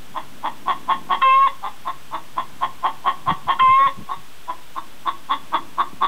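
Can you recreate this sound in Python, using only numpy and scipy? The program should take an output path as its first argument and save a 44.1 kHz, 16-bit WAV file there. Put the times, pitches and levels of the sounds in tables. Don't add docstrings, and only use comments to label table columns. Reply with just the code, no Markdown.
import sys
import numpy as np
from scipy import signal
from scipy.fft import rfft, irfft
from scipy.io import wavfile
from scipy.ndimage import uniform_filter1d, minimum_filter1d

SR = 44100
rng = np.random.default_rng(int(sys.argv[2]) if len(sys.argv) > 2 else 0)


def digitize_waveform(pressure):
    field = np.atleast_2d(pressure).T
    bounded = np.clip(field, -1, 1)
    quanta = np.round(bounded * 32767).astype(np.int16)
    wavfile.write(sys.argv[1], SR, quanta)


N = 267687
T = np.arange(N) / SR


def undb(db):
    return 10 ** (np.asarray(db) / 20)


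def unit(x):
    return x / np.sqrt(np.mean(x ** 2) + 1e-18)


def smooth_step(t, width_s):
    return .5 + .5 * np.tanh(t / width_s)


def wander(rate_hz):
    step = max(int(SR / rate_hz), 2)
    return unit(uniform_filter1d(np.repeat(rng.standard_normal(N // step + 1), step), step)[:N])


def resonate(x, hz, width_hz):
    b, a = signal.iirpeak(hz, hz / width_hz, fs=SR)
    return signal.lfilter(b, a, signal.lfilter(b, a, x))


def formants(x, modes, tuning):
    return sum(undb(db) * resonate(x, hz * tuning, width) for hz, width, db in modes)


def add(out, x, centre_s):
    start = int(centre_s * SR) - len(x) // 2
    part = x[:max(N - start, 0)]
    out[start:start + len(part)] += part


# f/Hz, relative spectral density/dB
AIR_SPECTRUM = [(18, -33.5), (30, -2), (32, -7), (64, -9.5), (102, -9), (263, -13), (332, -14.5),
                (505, -13.5), (1440, -13), (1550, -14), (2070, -16), (3400, -15), (4090, -21),
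                (7860, -25.5), (15500, -28)]
def air(level_db=-46):
    hz, db = np.transpose(AIR_SPECTRUM)
    f = np.maximum(np.fft.rfftfreq(N, 1 / SR), 1)
    shape = undb(np.interp(np.log(f), np.log(hz), db))
    return unit(irfft(rfft(rng.standard_normal(N)) * shape, N)) * undb(level_db)


# t/s, relative rumble level/dB, relative hum level/dB
LOW_ENVELOPES = [(0.0, -58, -61.5), (1.0, -44.5, -60), (1.45, -62.5, -70), (1.94, -59, -56.5),
                 (3.41, -53, -59), (4.31, -65, -69), (5.15, -59, -69), (5.53, -51.5, -67.5),
                 (6.07, -51.5, -62)]
def rumble_and_hum(rumble_gain_db=2.5, hum_gain_db=1):
    times, rumble_db, hum_db = np.transpose(LOW_ENVELOPES)
    rumble = unit(resonate(rng.standard_normal(N), hz=231, width_hz=200))
    rumble *= undb(rumble_gain_db + np.interp(T, times, rumble_db) + 1.2 * wander(4))
    hum = unit(resonate(rng.standard_normal(N), hz=137, width_hz=18))
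    return rumble + hum * undb(hum_gain_db + np.interp(T, times, hum_db))


# f/Hz, rms level/dB
WHINE_TONES = [(6051, -76), (8000, -69), (14050, -73)]
def whine():
    return sum(np.sqrt(2) * undb(db + 1.7 * wander(10)) * np.sin(2 * np.pi * hz * T)
               for hz, db in WHINE_TONES)


THROAT_HZ, BEAK_HZ = 1047.3, 3385
# f/Hz, bandwidth/Hz, gain/dB
THROAT_MODES = [(289, 133, -16), (780, 270, -13.5), (900.3, 144, 4.5), (1040.5, 123, 7.5),
                (1405, 130, -23.5)]
MOUTH_MODES = [(1899, 203, 7.5), (2074, 87, 6), (2858, 100, 0)]
BEAK_MODES = [(3431, 260, 21), (3900, 930, -22)]
def cluck(length_s, db, pair_hz, throat_hz, beak_hz, mouth_db, beak_db, tilt_db, jitter=.06,
          shimmer_db=3, weak_db=-6, rasp=.18, opening_s=.0065, glide=.057, size=8192):
    t = (np.arange(size) - size // 2) / SR
    scatter = rng.standard_normal((size // 128, 2))
    times = np.cumsum(1 + jitter * scatter[:, 0]) / (2 * pair_hz)
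    times -= times[0] + 1.1 * length_s
    strengths = undb(shimmer_db * scatter[:, 1] + weak_db * (np.arange(len(times)) % 2))
    pulses = np.histogram(times, size, (t[0], t[-1]), weights=strengths)[0]
    airflow = signal.lfilter([1], [1, -np.exp(-1 / (.0012 * SR))], pulses)
    source = unit(pulses) + rasp * unit(airflow * rng.standard_normal(size))
    opened = smooth_step(t + .64 * length_s, opening_s)
    muffled = undb(-9.5) * (1 - opened) * np.clip(t / length_s + 1.4, 0, 1)
    push = muffled + opened * np.exp(-(np.maximum(t, 0) / (.52 * length_s)) ** 1.25)
    upper_push = opened * np.exp(-(np.abs(t - .00088) / (.75 * length_s)) ** 1.25)
    throat = [(hz, width, gain + tilt_db * np.interp(hz, [400, 750, 1090, 1360], [-.4, -1.07, -.35, 1]))
              for hz, width, gain in THROAT_MODES]
    voice = unit(formants(source * push, throat, throat_hz / THROAT_HZ))
    voice += undb(mouth_db) * unit(formants(source * upper_push, MOUTH_MODES, tuning=.98))
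    position = np.cumsum(1 - glide * np.clip(-t / length_s, 0, 1))
    voice = np.interp(position - position[size // 2] + size // 2, np.arange(size), voice)
    voice += undb(beak_db) * unit(formants(source * upper_push, BEAK_MODES, beak_hz / BEAK_HZ))
    return voice * undb(db) * np.sqrt(length_s * SR / size)


def tissue(x, cutoff_hz=4500):
    return signal.sosfilt(signal.butter(8, cutoff_hz, fs=SR, output="sos"), x)


# centre t/s, length/s, relative level/dB, pulse-pair rate/Hz, beak f/Hz, brightness/dB
CACKLE = [(0.177, 0.031, -21.5, 156.1, 3324, 1), (0.462, 0.032, -18, 155.1, 3290, 1.5),
          (0.7, 0.037, -14, 182.1, 3287, 1.5), (.917, .039, -12, 182.4, 3260, .5),
          (1.127, 0.032, -11, 185.7, 3205, 3.5), (1.661, 0.036, -22, 199.5, 3440, 0),
          (1.886, 0.032, -19.5, 178.1, 3470, -.5), (2.15, 0.033, -21.5, 166.7, 3510, 0),
          (2.393, .027, -16.5, 173.5, 3310, -1.5), (2.638, 0.029, -14.5, 179.7, 3194, 0),
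          (2.864, 0.034, -13, 182.8, 3166, -1), (3.082, .034, -11, 185.5, 3170, .5),
          (3.295, .031, -10, 190.2, 3256, 0.5), (3.503, .03, -10, 179.8, 3196, 3),
          (4.122, .041, -22, 193, 3580, -2.5), (4.503, 0.026, -20.5, 165.3, 3260, -5),
          (4.78, 0.026, -22, 162.5, 3550, -3.5), (5.085, .031, -15.5, 170.4, 3466, 1.5),
          (5.322, .03, -14, 143, 3400, 5.5), (5.551, .028, -13.5, 171.6, 3354, 3),
          (5.808, 0.031, -12.5, 177.2, 3490, -2.5), (6.041, .03, -10.5, 192.6, 3460, 1)]
def clucks(usual_db=-16, stoop_s=4.62, gain_db=-2.5):
    out = np.zeros(N)
    for centre_s, length_s, db, pair_hz, beak_hz, bright_db in CACKLE:
        effort_db = db - usual_db
        stoop = smooth_step(centre_s - stoop_s, width_s=.14)
        throat_hz = 1066.5 + 4.5 * effort_db + 12 * stoop
        throat_hz += .19 * (beak_hz - BEAK_HZ)
        mouth_db = -17 + bright_db - 3.5 * stoop
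        beak_db = -19 + bright_db + stoop
        tilt_db = -3 - .18 * effort_db + 12 * stoop
        add(out, cluck(length_s, db, pair_hz, throat_hz, beak_hz, mouth_db, beak_db, tilt_db), centre_s)
    return tissue(out) * undb(gain_db)


# f/Hz, reverberation time T60/s
COOP_DECAY = [(300, 0.54), (800, 0.21), (3300, 0.56)]
def coop(x, wet_db=-10.5, first_echo_s=.015, early_boost=2.2, early_s=.028, size=32768):
    t, noise = np.arange(size) / SR, rng.standard_normal(size)
    ring = sum(resonate(noise, hz, 3.4 * hz) / np.sqrt(hz) * np.exp(-np.log(1000) * t / t60)
               for hz, t60 in COOP_DECAY)
    ring *= (t > first_echo_s) * (1 + early_boost * np.exp(-np.abs(t - first_echo_s) / early_s))
    f = np.fft.rfftfreq(size, 1 / SR)
    throat_band = (f > THROAT_HZ / 2) & (f < 2 * THROAT_HZ)
    ring /= np.sqrt(np.mean(np.abs(rfft(ring)[throat_band]) ** 2))
    return signal.fftconvolve(x, ring)[:N] * undb(wet_db)


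def voice_cracks(start, end, lead_s=.0015):
    out = np.zeros(N)
    crack = cluck(length_s=.0065, db=-18, pair_hz=325, throat_hz=1342, beak_hz=3144,
                  mouth_db=-1.5, beak_db=-4, tilt_db=1, jitter=.16)
    rattle = cluck(length_s=.02, db=-24.5, pair_hz=270, throat_hz=1048, beak_hz=3424,
                   mouth_db=-7, beak_db=-10, tilt_db=1)
    add(out, crack, start - lead_s)
    add(out, rattle, end)
    return tissue(out)


def squawk_pitch(start, end, base_hz, rise, sag=.011, fall=.095, fall_s=.017):
    arc = np.interp((T - start) / (end - start), [0, .33, 1], [sag, 0, rise])
    return base_hz * (1 + arc - fall * np.clip(1 + (T - end) / fall_s, 0, 1))


# frequency ratio f/f0, relative level/dB
ODD_HARMONICS = [(1, 1), (3, 0)]
BEAK_HARMONICS = [(5, 2.5), (6, 1), (7, -0.5), (8, -8), (9, -3.5), (10, -7.5)]
HALF_HARMONICS = [(.5, -18), (1.5, -10), (2.5, -5), (3.5, -2.5), (4.5, -13.5), (6.5, -11.5)]
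# f/Hz, bandwidth/Hz, gain/dB
GAPE_MODES = [(2620, 330, 4), (3160, 260, 4), (3390, 200, 5), (3740, 400, -6), (4800, 1200, -23)]
def squawk(start, tires, end, level_db, base_hz, rise, bright_db, fresh_odd_db, half_db,
           jitter=.003, fade_db_per_s=14.5, swell_db_per_s=45, doubling_s=.035, ramp_s=.0035):
    tired = smooth_step(T - tires, width_s=.0079)
    db = level_db - fade_db_per_s * np.clip(T - tires, 0, end - tires)
    fresh_mouth_db = -19 + swell_db_per_s * np.clip(T - start, 0, end - start)
    mouth_db = (1 - tired) * fresh_mouth_db - 22.5 * tired
    odd_db = (1 - tired) * fresh_odd_db - 23.5 * tired
    beak_db = bright_db - 11 * tired
    pitch_hz = squawk_pitch(start, end, base_hz, rise) * (1 + jitter * wander(390))
    phase = 2 * np.pi * np.cumsum(pitch_hz) / SR
    gate = uniform_filter1d(1. * ((T > start) & (T < end)), int(ramp_s * SR))

    def partials(lines, flutter_db=3.5):
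        return unit(sum(undb(line_db + flutter_db * wander(45)) * np.sin(ratio * phase)
                        for ratio, line_db in lines))

    tone = partials([(2, 0)], flutter_db=.1) + undb(odd_db) * partials(ODD_HARMONICS)
    tone += undb(mouth_db) * partials([(4, 0)])
    tone += undb(beak_db) * formants(partials(BEAK_HARMONICS), GAPE_MODES, tuning=.99)
    doubling = undb(half_db) * partials(HALF_HARMONICS) * np.clip((T - tires) / doubling_s, 0, 1)
    breath = rng.standard_normal(N) * (1 + np.cos(phase))
    low_rasp = formants(breath, THROAT_MODES, tuning=.94)
    high_rasp = formants(breath, MOUTH_MODES, tuning=1) + .5 * formants(breath, BEAK_MODES, tuning=.94)
    rasp = undb(-37) * unit(low_rasp) + undb(-31) * unit(high_rasp)
    return gate * undb(db) * (tone + doubling + rasp)


# beak harmonic gain/dB, odd harmonic level/dB, half harmonic level/dB
SQUAWK_CALLS = [(1.221, 1.362, 1.476, -12, 527.3, .048, -14.5, -21, -32),
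                (3.598, 3.776, 3.879, -12.5, 520, .076, -21, -31.5, -16.5)]
def squawks():
    cracks = sum(voice_cracks(start, end) for start, _, end, *_ in SQUAWK_CALLS)
    notes = sum(squawk(*call) for call in SQUAWK_CALLS)
    return cracks, notes


# t/s, length/s, level/dB, f/Hz
LOW_THUMPS = [(3.287, 0.014, -30.5, 140), (3.32, 0.012, -26.5, 143), (3.469, 0.028, -44, 122),
              (3.633, 0.012, -38, 158), (3.705, 0.019, -36.5, 134), (3.87, 0.0095, -39.5, 151),
              (3.991, 0.011, -36.5, 135), (4.018, 0.019, -38, 179), (4.19, 0.022, -48.5, 139),
              (5.939, 0.0037, -34.5, 203)]
def thumps(deep_db=-6.5, lead_s=.0056, size=8192):
    out, t = np.zeros(N), (np.arange(size) - size // 2) / SR
    for centre_s, length_s, db, hz in LOW_THUMPS:
        burst = rng.standard_normal(size) * np.exp(-((t + lead_s) / length_s) ** 2)
        bump = unit(resonate(burst, hz, .66 * hz))
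        bump += undb(deep_db) * unit(resonate(burst, hz=92, width_hz=81))
        add(out, bump * undb(db) * np.sqrt(2 * length_s * SR / size), centre_s)
    return out


def scene():
    cackle = clucks()
    cracks, notes = squawks()
    echoes = coop(cackle + cracks + undb(-1.5) * notes)
    return (cackle + cracks + notes + echoes + thumps() + air() + rumble_and_hum() + whine())[None]


def record(dry, ceiling=.42, hold_s=.002, cutoff_hz=15600, dc_offset=-.0326):
    hold = int(hold_s * SR)
    needed_gain = ceiling / np.maximum(np.abs(dry), ceiling)
    gain = uniform_filter1d(minimum_filter1d(needed_gain, 2 * hold), hold)
    low_pass = signal.ellip(10, .1, 80, cutoff_hz, fs=SR, output="sos")
    return signal.sosfilt(low_pass, dry * gain) + dc_offset


dry = scene()
out = record(dry)
digitize_waveform(out)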